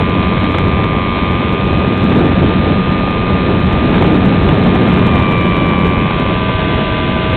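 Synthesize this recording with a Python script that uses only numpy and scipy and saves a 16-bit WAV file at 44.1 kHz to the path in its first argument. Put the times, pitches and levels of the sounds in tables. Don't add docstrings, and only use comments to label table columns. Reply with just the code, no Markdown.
import sys
import numpy as np
from scipy import signal
from scipy.fft import rfft, irfft
from scipy.io import wavfile
from scipy.ndimage import uniform_filter1d

SR = 44100
rng = np.random.default_rng(int(sys.argv[2]) if len(sys.argv) > 2 else 0)


def dump(signal):
    limited = np.clip(np.atleast_2d(signal).T, -1, 1)
    pcm = np.round(limited * 32767).astype(np.int16)
    wavfile.write(sys.argv[1], SR, pcm)


N = 324576
TIME_S = np.arange(N) / SR

# (start, onset, hold, release), all in seconds
DIVE = (1.3, .7, 2.45, .65)
BANK = (4.2, 1.1, .5, .5)
THROTTLE_BACK = (5.95, .65, 1.0, .1)


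def wind(airflow_db, eddies):
    # (time [s], swell of the rumble [dB], swell of the buffeting [dB])
    gusts = [(.18, 3.5, .5), (.74, 5.5, -1), (1.3, 3, 0), (1.75, 4, 0), (2.17, -1, 2.5), (2.45, 7, 1),
             (3.25, 2.5, 0), (3.72, 6, -1.5), (4.45, 4, 0), (5.13, 4.5, 0), (5.98, 2.5, .5), (6.55, 2, -1),
             (7.33, 3.5, 0)]
    # (frequency [Hz], relative level [dB])
    rumble_colour = [(18, -14), (45, -5.5), (75, 1), (100, 0.5), (130, -6.5), (200, -21)]
    buffet_colour = [(80, -11), (125, -1), (170, 1.5), (240, -1), (400, -6.5), (650, -16.5), (1200, -29.5)]
    rush_colour = [(200, -11.5), (400, -2), (600, -3), (950, -6), (1400, -14), (2500, -20), (4000, -27.5)]
    gust_spread_s = .07
    eddy_db = 1.6

    rumble_db = air_level((-20, .3), airflow_db)
    buffet_db = air_level((-14.2, 1.1), airflow_db)
    rush_db = air_level((-23.5, .5), airflow_db)
    for moment_s, rumble_swell_db, buffet_swell_db in gusts:
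        gust = swell(moment_s, gust_spread_s)
        rumble_db = rumble_db + rumble_swell_db * gust
        buffet_db = buffet_db + buffet_swell_db * gust

    lumps_db = .7 * drift(9)
    buffet_db = buffet_db + lumps_db + .5 * eddy_db * eddies
    rush_db = rush_db + lumps_db + eddy_db * eddies
    rumble = from_db(rumble_db) * turbulence(rumble_colour, flutter_db=0.3, flutter_hz=6)
    buffet = from_db(buffet_db) * turbulence(buffet_colour, flutter_db=0.5, flutter_hz=30)
    rush = from_db(rush_db) * turbulence(rush_colour, flutter_db=1.5, flutter_hz=51)

    large_eddies = rumble + buffet
    return large_eddies + rush * from_db(1.5 * rms_one(large_eddies))


def puffs(spread_s=0.0023):
    # (time [s], strength at the middle [dB])
    puff_moments = [(.153, -20), (.231, -16), (.372, -18), (.444, -18), (.548, -10), (.585, -14),
                    (.842, -17), (1.19, -19), (2.122, -16), (3.944, -15), (3.981, -15), (4.025, -13),
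                    (4.492, -11), (4.758, -17), (5.068, -17), (5.521, -16), (5.863, -17), (6.109, -14),
                    (6.593, -19)]
    # (frequency [Hz], relative level [dB])
    puff_colour = [(300, -3), (700, 0), (1500, -5), (3800, -11)]
    strength = sum(from_db(level_db) * swell(moment_s, spread_s) for moment_s, level_db in puff_moments)
    return strength * turbulence(puff_colour, flutter_db=2.5, flutter_hz=46)


def motor(turns, airflow_db):
    # (multiple of shaft speed, level at cruise [dB], level eased back [dB])
    tones = [(1, -28, -26), (2, -22, -28), (7, -42, -28), (10, -43, -42), (11, -32, -31), (12, -32, -42),
             (13, -25, -27), (14, -43, -48), (15, -46, -45), (16, -48, -44), (17, -42, -31.5),
             (18, -44, -55), (19, -42, -44), (20, -48, -50), (21, -45, -45), (22, -42, -48), (23, -41, -39),
             (24, -37, -45), (25, -40, -47), (26, -34, -39), (27, -36, -40), (28, -39, -36), (29, -47, -44),
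             (30, -51, -43), (31, -50, -39), (32, -47, -44), (33, -44, -44), (34, -43, -43), (35, -45, -48),
             (36, -46, -47), (37, -45, -38), (38, -44, -45), (39, -48, -44), (40, -52, -54), (42, -43, -48)]
    clusters = (12, 25, 35)
    lower_flanks = (11, 12, 22, 23, 24, 25, 33, 34, 35)
    waver_db, wander_rad, sweep_rad = 1.6, .25, .2
    eased, bank = stage(THROTTLE_BACK), stage(BANK)

    whine_db = -.9 - .5 * airflow_db + 2.8 * bank
    octave_db = -4.0 - .5 * airflow_db + 10.8 * bank
    buzz_db = -.3 - .3 * airflow_db + 1.3 * bank
    flank_db = 1.6 - 4.0 * stage(DIVE) - .4 * airflow_db
    beat_db = air_level((-.4, 1.1), airflow_db)
    rasp_db = air_level((0.2, .7), airflow_db)

    family_db = {}
    family_db.update(dict.fromkeys((1, 2), beat_db))
    family_db.update(dict.fromkeys((11, 12, 13), whine_db))
    family_db.update(dict.fromkeys(range(14, 21), rasp_db))
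    family_db.update(dict.fromkeys(range(21, 40), buzz_db))
    family_db[26] = octave_db

    out = np.zeros(N)
    for multiple, cruise_db, eased_db in tones:
        looseness = np.interp(max(cruise_db, eased_db), [-38, -26], [1, .25])
        change_db = family_db.get(multiple, 0) + looseness * waver_db * drift(0.96)
        if multiple in lower_flanks:
            change_db = change_db + flank_db
        level = (1 - eased) * from_db(cruise_db) + eased * from_db(eased_db)
        level = level * from_db(change_db)
        lag = sweep_rad * min(abs(multiple - centre) for centre in clusters) ** 2
        flex = looseness * wander_rad * drift(0.93)
        out += np.sqrt(2) * level * np.cos(2 * np.pi * multiple * turns - lag + flex)
    return out


def slipstream(turns, airflow_db, eddies, throb_db=0.4, eddy_db=0.23):
    # (frequency [Hz], relative level [dB])
    hiss_colour = [(700, -18), (1400, 1), (2000, 1), (2700, 0), (3400, -3), (3800, -1), (4000, -4.5)]
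    # (time [s], level change [dB])
    hiss_lulls = [(.84, -4.2), (5.8, -2.8)]
    lull_spread_s = .17
    eased_rise_db = 3.5
    lull_db = sum(change_db * swell(moment_s, lull_spread_s) for moment_s, change_db in hiss_lulls)
    hiss_db = air_level((-28.5, .45), airflow_db) + eased_rise_db * stage(THROTTLE_BACK) + lull_db
    swell_db = throb_db * np.cos(2 * np.pi * turns) + eddy_db * eddies
    return from_db(hiss_db + swell_db) * turbulence(hiss_colour, flutter_db=0.4, flutter_hz=4)


def turbulence(colour, flutter_db, flutter_hz):
    hz, level_db = np.transpose(colour)
    bins_hz = np.maximum(np.fft.rfftfreq(N, 1 / SR), 1)
    octaves_below = np.maximum(np.log2(hz[0] / bins_hz), 0)
    octaves_above = np.maximum(np.log2(bins_hz / hz[-1]), 0)
    skirts_db = -18 * (octaves_below + octaves_above)
    shape = from_db(np.interp(np.log(bins_hz), np.log(hz), level_db) + skirts_db)
    noise = irfft(rfft(rng.standard_normal(N)) * shape, N)
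    mean_power = uniform_filter1d(noise ** 2, size=SR // 5)
    steady = noise / np.sqrt(mean_power)
    return rms_one(steady * from_db(flutter_db * drift(flutter_hz)))


def air_level(law, airflow_db):
    level_db, growth = law
    return level_db + growth * airflow_db


def stage(timing):
    start, onset, hold, release = timing
    corners_s = start + np.cumsum([0, onset, hold, release])
    return np.interp(TIME_S, corners_s, [0, 1, 1, 0])


def swell(moment_s, spread_s):
    return np.exp(-.5 * ((TIME_S - moment_s) / spread_s) ** 2)


def drift(rate_hz):
    step = 100
    r = np.exp(-2 * np.pi * step * rate_hz / SR)
    points = rng.standard_normal(N // step + 2002)
    slow = signal.lfilter([1], [1, -2 * r, r * r], points)[2000:]
    return np.interp(np.arange(N) / step, np.arange(len(slow)), rms_one(slow))


def in_time(rows):
    seconds, values = np.transpose(rows)
    return np.interp(TIME_S, seconds, values)


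def from_db(db):
    return 10 ** (np.asarray(db) / 20)


def rms_one(x):
    return x / np.sqrt(np.mean(x ** 2) + 1e-20)


def scene(motor_db=0.42):
    # (time [s], speed [turns per s])
    shaft_curve = [(0.0, 92.01), (0.68, 92.47), (1.0, 92.2), (1.76, 93.44), (2.08, 92.69), (2.4, 92.4),
                   (2.8, 93.39), (3.2, 92.9), (3.64, 92.6), (4.48, 92.78), (5.0, 92.51), (5.12, 91.74),
                   (5.24, 90.37), (5.8, 89.62), (5.92, 89.94), (6.04, 91.1), (6.84, 90.98), (7.36, 91.29)]
    # (time [s], level [dB])
    airflow_curve = [(0.0, -0.8), (0.64, 0), (1.04, -3), (1.96, 0.5), (2.08, 2.5), (2.48, 2.5), (3.16, -3),
                     (3.52, 1.4), (3.8, 0), (3.96, 3.5), (5.0, 3), (5.24, 0.4), (5.76, 1.5), (6.36, -2.5),
                     (6.72, -1.7), (7.36, -2.1)]
    airflow_db = in_time(airflow_curve)
    speed = in_time(shaft_curve) * (1 + .0002 * drift(8))
    turns = np.cumsum(speed) / SR
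    eddies = drift(35)
    air = wind(airflow_db, eddies) + puffs() + slipstream(turns, airflow_db, eddies)
    return (air + from_db(motor_db) * motor(turns, airflow_db))[None]


def record(dry):
    camera_rate_hz, cutoff_hz = 8000, 15850
    loud = np.clip(dry, -.7, .7)
    narrow = signal.firwin(1601, camera_rate_hz / 2, fs=SR)
    band = signal.fftconvolve(loud, narrow[None], "same")
    mirrored = band * (1 + 2 * np.cos(2 * np.pi * camera_rate_hz * TIME_S))
    smoothing = signal.firwin(181, camera_rate_hz / 2, window=("kaiser", 9), fs=SR)
    smooth = signal.fftconvolve(mirrored, smoothing[None], "same")
    shaved = np.clip(smooth, -.71, .71)
    steep = signal.ellip(10, .1, 70, cutoff_hz, fs=SR, output="sos")
    return signal.sosfilt(steep, shaved)


dry = scene()
out = record(dry)
dump(out)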